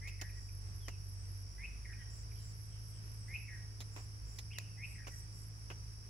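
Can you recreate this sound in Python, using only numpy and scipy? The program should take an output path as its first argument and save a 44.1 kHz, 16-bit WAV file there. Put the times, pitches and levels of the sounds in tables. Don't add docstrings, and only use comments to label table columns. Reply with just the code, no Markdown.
import sys
import numpy as np
from scipy import signal
from scipy.fft import rfft, irfft, next_fast_len
from scipy.io import wavfile
from scipy.ndimage import map_coordinates

SR = 44100
rng = np.random.default_rng(int(sys.argv[2]) if len(sys.argv) > 2 else 0)


def int16_out(signal):
    q = np.round(np.clip(np.atleast_2d(signal).T, -1, 1) * 32767)
    wavfile.write(sys.argv[1], SR, q.astype(np.int16))


N = 268965

# pitch_hz [Hz], relative_db [dB]
CHORUS = [(4100, -36), (4550, -13), (4900, -2.5), (5350, 3), (5720, 3), (6050, -6), (6600, -54)]


def amp(db):
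    return 10 ** (np.asarray(db) / 20)


def unit(x):
    return x / np.sqrt(np.mean(x ** 2) + 1e-20)


def along(points, hz):
    point_hz, values = np.transpose(points)
    return np.interp(np.log(hz + 1), np.log(point_hz + 1), values)


def curves(rows):
    times, *columns = np.transpose(rows)
    return [np.interp(np.arange(N) / SR, times, column) for column in columns]


def wobble(rate):
    knots = rng.standard_normal(int(N * rate / SR) + 4)
    fine = map_coordinates(knots, [np.linspace(0, N * rate / SR, N // 32)])
    return np.interp(np.linspace(0, len(fine) - 1, N), np.arange(len(fine)), fine)


def turns(hz):
    return 2 * np.pi * np.cumsum(hz) / SR


def filtered(x, response):
    m = next_fast_len(N + SR // 4)
    return irfft(rfft(x, m) * response(np.fft.rfftfreq(m, 1 / SR)), m)[..., :N]


def pan(left_db):
    return amp([[left_db / 2], [-left_db / 2]])


def add(track, s, sound):
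    i = max(round(s * SR), 0)
    part = track[..., i:i + sound.shape[-1]]
    part += sound[..., :part.shape[-1]]


def rush(spectrum):
    # frequency_hz [Hz], correlation [-1 to 1]
    likeness = [(60, 0.95), (220, 0.99), (450, 0.6), (800, -0.0015), (1300, -0.37), (3000, -0.0061),
                (12000, -0.096)]

    def response(hz):
        turn = np.arccos(np.clip(along(likeness, hz), -1, 1)) / 2
        return amp(along(spectrum, hz)) * [np.cos(turn), np.sin(turn)]

    mid, side = filtered(rng.standard_normal((2, N)), response)
    return unit(np.array([mid + side, mid - side]))


def open_air():
    # frequency_hz [Hz], density_db [relative dB per Hz]
    air_colour = [(20, -0.5), (45, 8), (75, 13), (125, 3.5), (200, -6.5), (280, -11), (390, -11),
                  (550, -17), (1300, -16), (2400, -18), (3600, -26.5), (6000, -20.5), (11000, -37),
                  (15500, -56)]
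    return amp(-55.0 + wobble(8.7)) * rush(air_colour)


def far_insects():
    # frequency_hz [Hz], density_db [relative dB per Hz]
    fizz_colour = [(4000, -22), (6300, -6), (7000, -12.5), (7500, -2.5), (8100, -3), (9200, 3), (9650, -6),
                   (10000, 2.5), (11200, 3.5), (12000, -13.5), (15000, -15)]
    return amp(-61.5) * rush(CHORUS) + amp(-68.5) * rush(fizz_colour)


def crickets(low_hz, high_hz, pulse_rate, sag_hz, flutter_db, count):
    out = np.zeros((2, N))
    for pitch in np.linspace(low_hz, high_hz, count):
        stroke = turns(pulse_rate * rng.uniform(.5, 1.5) * (1 + .1 * wobble(20)))
        phase = turns(pitch + sag_hz * np.sin(stroke) + 110 * wobble(200))
        size = (1 + np.cos(stroke)) * amp(along(CHORUS, pitch) + flutter_db * wobble(8))
        out += size * np.sin(phase + rng.uniform(0, 2 * np.pi, (2, 1)))
    return unit(out)


def engine():
    # time_s [s], pitch_hz [Hz]
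    drone = [(0.06, 97.63), (1.54, 97.33), (1.64, 101.4), (1.78, 101.8), (2.04, 105.9), (2.51, 105.9),
             (2.97, 107.0), (4.37, 104), (4.51, 106), (6.04, 105.9)]
    # time_s [s], first_order_db [dB], second_order_db [dB]
    hum = [(0.08, -50.5, -48.5), (1.44, -52.5, -47), (1.6, -47, -60.5), (1.95, -50.5, -49.5),
           (4.17, -59, -49), (4.23, -46, -56.5), (4.51, -64, -48.5), (4.99, -53.5, -51.5),
           (6.02, -56.5, -51.5)]
    phase = turns(curves(drone)[0] / 2)
    first_db, second_db = curves(hum)
    waver_db = wobble(4.04)
    orders_db = [first_db + .5 * wobble(7), second_db + .4 * waver_db, -67.5 + 1.5 * waver_db]
    lead = np.array([[0], [.5]])
    orders = sum(amp(db) * np.sin(k * phase + lead) for k, db in enumerate(orders_db, 1))
    return pan(-1.4) * np.sqrt(2) * orders


def through_wing(x, wing):
    def response(f):
        return sum(amp(db) * np.exp(-.5 * ((f - hz) / width) ** 2) for hz, width, db in wing)

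    return unit(filtered(x, response))


def katydid(bouts, wing, stroke_rate, backstroke, rough, swell, scatter=0.51):
    level = np.zeros(N)
    for start, length, db in bouts:
        t = np.arange(max(round(length * SR), 2)) / SR
        stop = np.clip((t[-1] - t) / 0.012, 0, 1)
        add(level, start, amp(db) * (1 - np.exp(-t / swell)) * stop)
    stroke = turns(stroke_rate * (1 + 0.012 * wobble(30)))
    force = np.where(np.cos(stroke) > 0, 1, backstroke)
    ticks = force * np.diff(stroke // np.pi, prepend=0)
    scrape = (force * np.cos(stroke) ** 2 + scatter) * rng.standard_normal((2, N))
    return level * unit(through_wing(ticks, wing) + rough * through_wing(scrape, wing))


def run_of_bouts(first, last, db):
    beat_s, first_bout_s = .27, .13
    lengthens = .22
    stops = np.linspace(first, last, round((last - first) / beat_s) + 1)
    lengths = first_bout_s * np.arange(1, len(stops) + 1) ** lengthens
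    return [(stop - length, length, db) for stop, length in zip(stops, lengths)]


def katydids():
    # first_stop_s [s], last_stop_s [s], level_db [dB]
    high_runs = [(0.323, 1.437, -70), (2.418, 3.448, -69.5), (4.948, 5.499, -69.5)]
    # start_s [s], level_db [dB]
    thin_bouts = [(.58, -78.5), (1.12, -73), (2.62, -76), (2.84, -73), (3.14, -73), (4.83, -72), (5.1, -73),
                  (5.29, -75)]
    coarse_bouts = [(.34, -71.5), (2.09, -64.5), (2.385, -64.5), (3.91, -65.5), (4.25, -67), (5.065, -68),
                    (5.305, -71)]
    # centre_hz [Hz], width_hz [Hz], relative_db [dB]
    high_wing = [(11230, 220, 0)]
    tireless_wing = [(10780, 290, 0)]
    thin_wing = [(8250, 250, 0)]
    coarse_wing = [(7070, 180, 1.5), (7820, 540, 1.5), (15000, 800, -12.5)]
    rates = {"high": 104, "tireless": 110, "thin": 103.5, "coarse": 108}

    high = [bout for run in high_runs for bout in run_of_bouts(*run)]
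    first_s, beat_s, scatter_s = -.04, .2525, .008
    beats = np.arange(first_s, N / SR, beat_s)
    tireless = [(s, 0.226, -71.5) for s in rng.normal(beats, scatter_s)]
    thin = [(s, 0.16, db) for s, db in thin_bouts]
    coarse = [(s, 0.15, db) for s, db in coarse_bouts]

    high_song = katydid(high, high_wing, rates["high"], backstroke=0.2, rough=1.3, swell=0.035, scatter=.1)
    tireless_song = katydid(tireless, tireless_wing, rates["tireless"], backstroke=0.23, rough=6.4, swell=0.02)
    thin_song = katydid(thin, thin_wing, rates["thin"], backstroke=1.0, rough=1.6, swell=0.033)
    coarse_song = katydid(coarse, coarse_wing, rates["coarse"], backstroke=0.99, rough=2.2, swell=0.015)
    return pan(-14.5) * high_song + pan(-2.8) * tireless_song + pan(16.4) * thin_song + pan(1.5) * coarse_song


def clicks():
    # start_s [s], length_s [s], knock_db [dB], snap_db [dB], ring_hz [mean Hz], ring_db [dB]
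    click_rows = [(0.073, 0.026, -64, -54, 3020, -70), (0.2116, 0.0072, -54, -44, 2830, -48),
                  (.218, 0.0092, -47, -51, 1920, -50), (.881, 0.015, -48, -51, 2030, -54),
                  (3.803, 0.023, -58.5, -53.5, 3830, -56), (3.961, 0.04, -53, -60, 1909, -79),
                  (4.385, 0.012, -56.5, -46, 3970, -51), (4.5842, 0.0043, -45, -38.5, 4170, -50.5),
                  (5.069, 0.02, -49, -54.5, 2730, -56), (5.7, 0.025, -50, -62, 2780, -54.5)]
    # frequency_hz [Hz], density_db [relative dB per Hz]
    knock_colour = [(100, -14), (300, 0), (600, -3), (1150, -2), (1600, -8), (2600, -6), (3600, -18),
                    (8000, -35)]
    snap_colour = [(800, -54), (2000, 6.5), (3000, -4.5), (4200, 0), (5400, 6), (7000, 4.5), (8200, -7),
                   (11000, -5), (15500, -11)]
    knock, snap, ring = np.zeros((3, N))
    t = np.arange(SR // 8) / SR
    unsteady = 1 + 0.087 * wobble(700)[:len(t)]
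    for s, length, knock_db, snap_db, ring_hz, ring_db in click_rows:
        burst_and_tail = np.exp(-(t / length) ** 2) + .12 * np.exp(-t / .03)
        shape = (1 - np.exp(-t / .001)) * burst_and_tail
        add(knock, s, amp(knock_db) * shape)
        add(snap, s, amp(snap_db) * shape)
        add(ring, s, amp(ring_db) * shape * np.sin(turns(ring_hz * unsteady)))
    crackle = amp(2.2 * wobble(600))
    bright = snap * rush(snap_colour) + ring
    return crackle * (knock * rush(knock_colour) + pan(-3.8) * bright)


def tree_line(x, delay):
    fading = [(500, 0.75), (2000, 0.55), (8000, 0.085)]
    hz, t, z = signal.stft(rng.standard_normal((2, SR // 2)), SR, nperseg=256)
    fade = amp(-60 * t / along(fading, hz)[:, None])
    build_up = 1 - np.exp(-t / delay)
    tail = signal.istft(z * fade * build_up, SR, nperseg=256)[1]
    return signal.fftconvolve(x[None], tail / np.linalg.norm(tail[0]), axes=1)[:, :N]


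def bird(notes, rasp, rasp_hz, waver):
    out = np.zeros(N)
    flutter = turns(rasp_hz * (1 + 0.123 * wobble(200)))
    drift = 1 + waver * wobble(350)
    shake = amp(7 * rasp * wobble(600))
    for s, length, start_hz, end_hz, db in notes:
        u = np.linspace(0, 1, max(round(length * SR), 8))
        now = max(round(s * SR), 0) + np.arange(len(u))
        phase = turns(start_hz * (end_hz / start_hz) ** u * drift[now])
        side_tones = np.sin(phase - flutter[now]) + .5 * np.sin(phase + flutter[now])
        tone = np.sin(phase) + rasp * side_tones
        swell = np.abs(np.sin(np.pi * u ** 1.44)) ** 0.3
        add(out, s, amp(db) * np.sqrt(2) * swell * tone * shake[now])
    return out


def sung(figure, s, db, stretch=1):
    return [(s + stretch * after, stretch * length, start_hz, end_hz, db + note_db)
            for after, length, start_hz, end_hz, note_db in figure]


def raspy_caller():
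    # after_s [s into the figure], length_s [s], start_hz [Hz], end_hz [Hz], relative_db [dB]
    glide = [(0.0013, 0.065, 1970, 2275, -1)]
    peak = [(.053, 0.0323, 2354, 2700, 0)]
    fall = [(0, .021, 2288, 1947, -1), (.018, .072, 1914, 1873, -5)]
    tag = [(0, 0.013, 2655, 2230, -3), (.062, 0.048, 2013, 1844, -8)]
    arch = [(0, 0.028, 2400, 2940, 0), (0.026, 0.074, 3170, 2530, .5), (0.013, .05, 2400, 2110, -7)]
    # start_s [s], glide_db [dB], peak_db [dB], stretch [time factor of glide and peak],
    # fall_after_s [s from the start], fall_db [dB]
    calls = [(.011, -52.5, -54.5, 1.02, 0.18, -57), (1.577, -55.5, -48.5, 1, 0.27, -56.5),
             (3.277, -53, -44, 1.1, .201, -53), (4.772, -57, -47, 1, .176, -60.5)]
    # start_s [s],
    # level_db [dB]
    tags = [(.291, -58.5), (1.929, -54), (5.043, -57)]
    lone_ticks = [(.486, -62), (2.311, -62.5)]
    arches = [(4.505, -58.5)]

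    clear_notes, hoarse_notes = [], []
    for s, glide_db, peak_db, stretch, fall_after, fall_db in calls:
        clear_notes += sung(glide, s, glide_db, stretch) + sung(peak, s, peak_db, stretch)
        hoarse_notes += sung(fall, s + fall_after, fall_db)
    for s, db in tags:
        clear_notes += sung(tag, s, db)
    for s, db in lone_ticks:
        clear_notes += sung(tag[:1], s, db)
    for s, db in arches:
        hoarse_notes += sung(arch, s, db)
    clear = bird(clear_notes, rasp=.3, rasp_hz=280, waver=.015)
    hoarse = bird(hoarse_notes, rasp=.5, rasp_hz=200, waver=.025)
    return clear + hoarse


def whistler():
    # start_s [s], start_hz [Hz], level_db [dB]
    whistles = [(0.799, 3540, -67.5), (4.62, 3080, -72.5)]
    length_s, end_hz = .163, 2470
    notes = [(s, length_s, hz, end_hz, db) for s, hz, db in whistles]
    return bird(notes, rasp=0, rasp_hz=0, waver=0.016)


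def far_birds():
    # start_s [s], start_hz [Hz], level_db [dB]
    far_calls = [(1.97, 3210, -75), (2.34, 3210, -74), (2.35, 4310, -77), (2.699, 3230, -74.5),
                 (2.91, 3260, -77.5)]
    length_s, end_ratio = .062, .93
    notes = [(s, length_s, hz, end_ratio * hz, db) for s, hz, db in far_calls]
    return tree_line(bird(notes, rasp=0.52, rasp_hz=280, waver=0.024), delay=0.0039)


def birds():
    near = raspy_caller() + whistler()
    echo = tree_line(near, delay=0.0031)
    centre = echo.mean(axis=0)
    echo_width, echo_db = 0.67, -6.5
    echo = centre + echo_width * (echo - centre)
    return pan(1.3) * (near + amp(echo_db) * echo) + far_birds()


def scene():
    near_crickets = amp(-65) * crickets(low_hz=4755, high_hz=5874, pulse_rate=60, sag_hz=157,
                                        flutter_db=5.0, count=11)
    background = pan(-1.14) * (open_air() + far_insects() + near_crickets)
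    return background + engine() + katydids() + clicks() + birds()


def record(dry):
    top_hz = 15780
    return filtered(dry, lambda hz: hz < top_hz)


dry = scene()
out = record(dry)
int16_out(out)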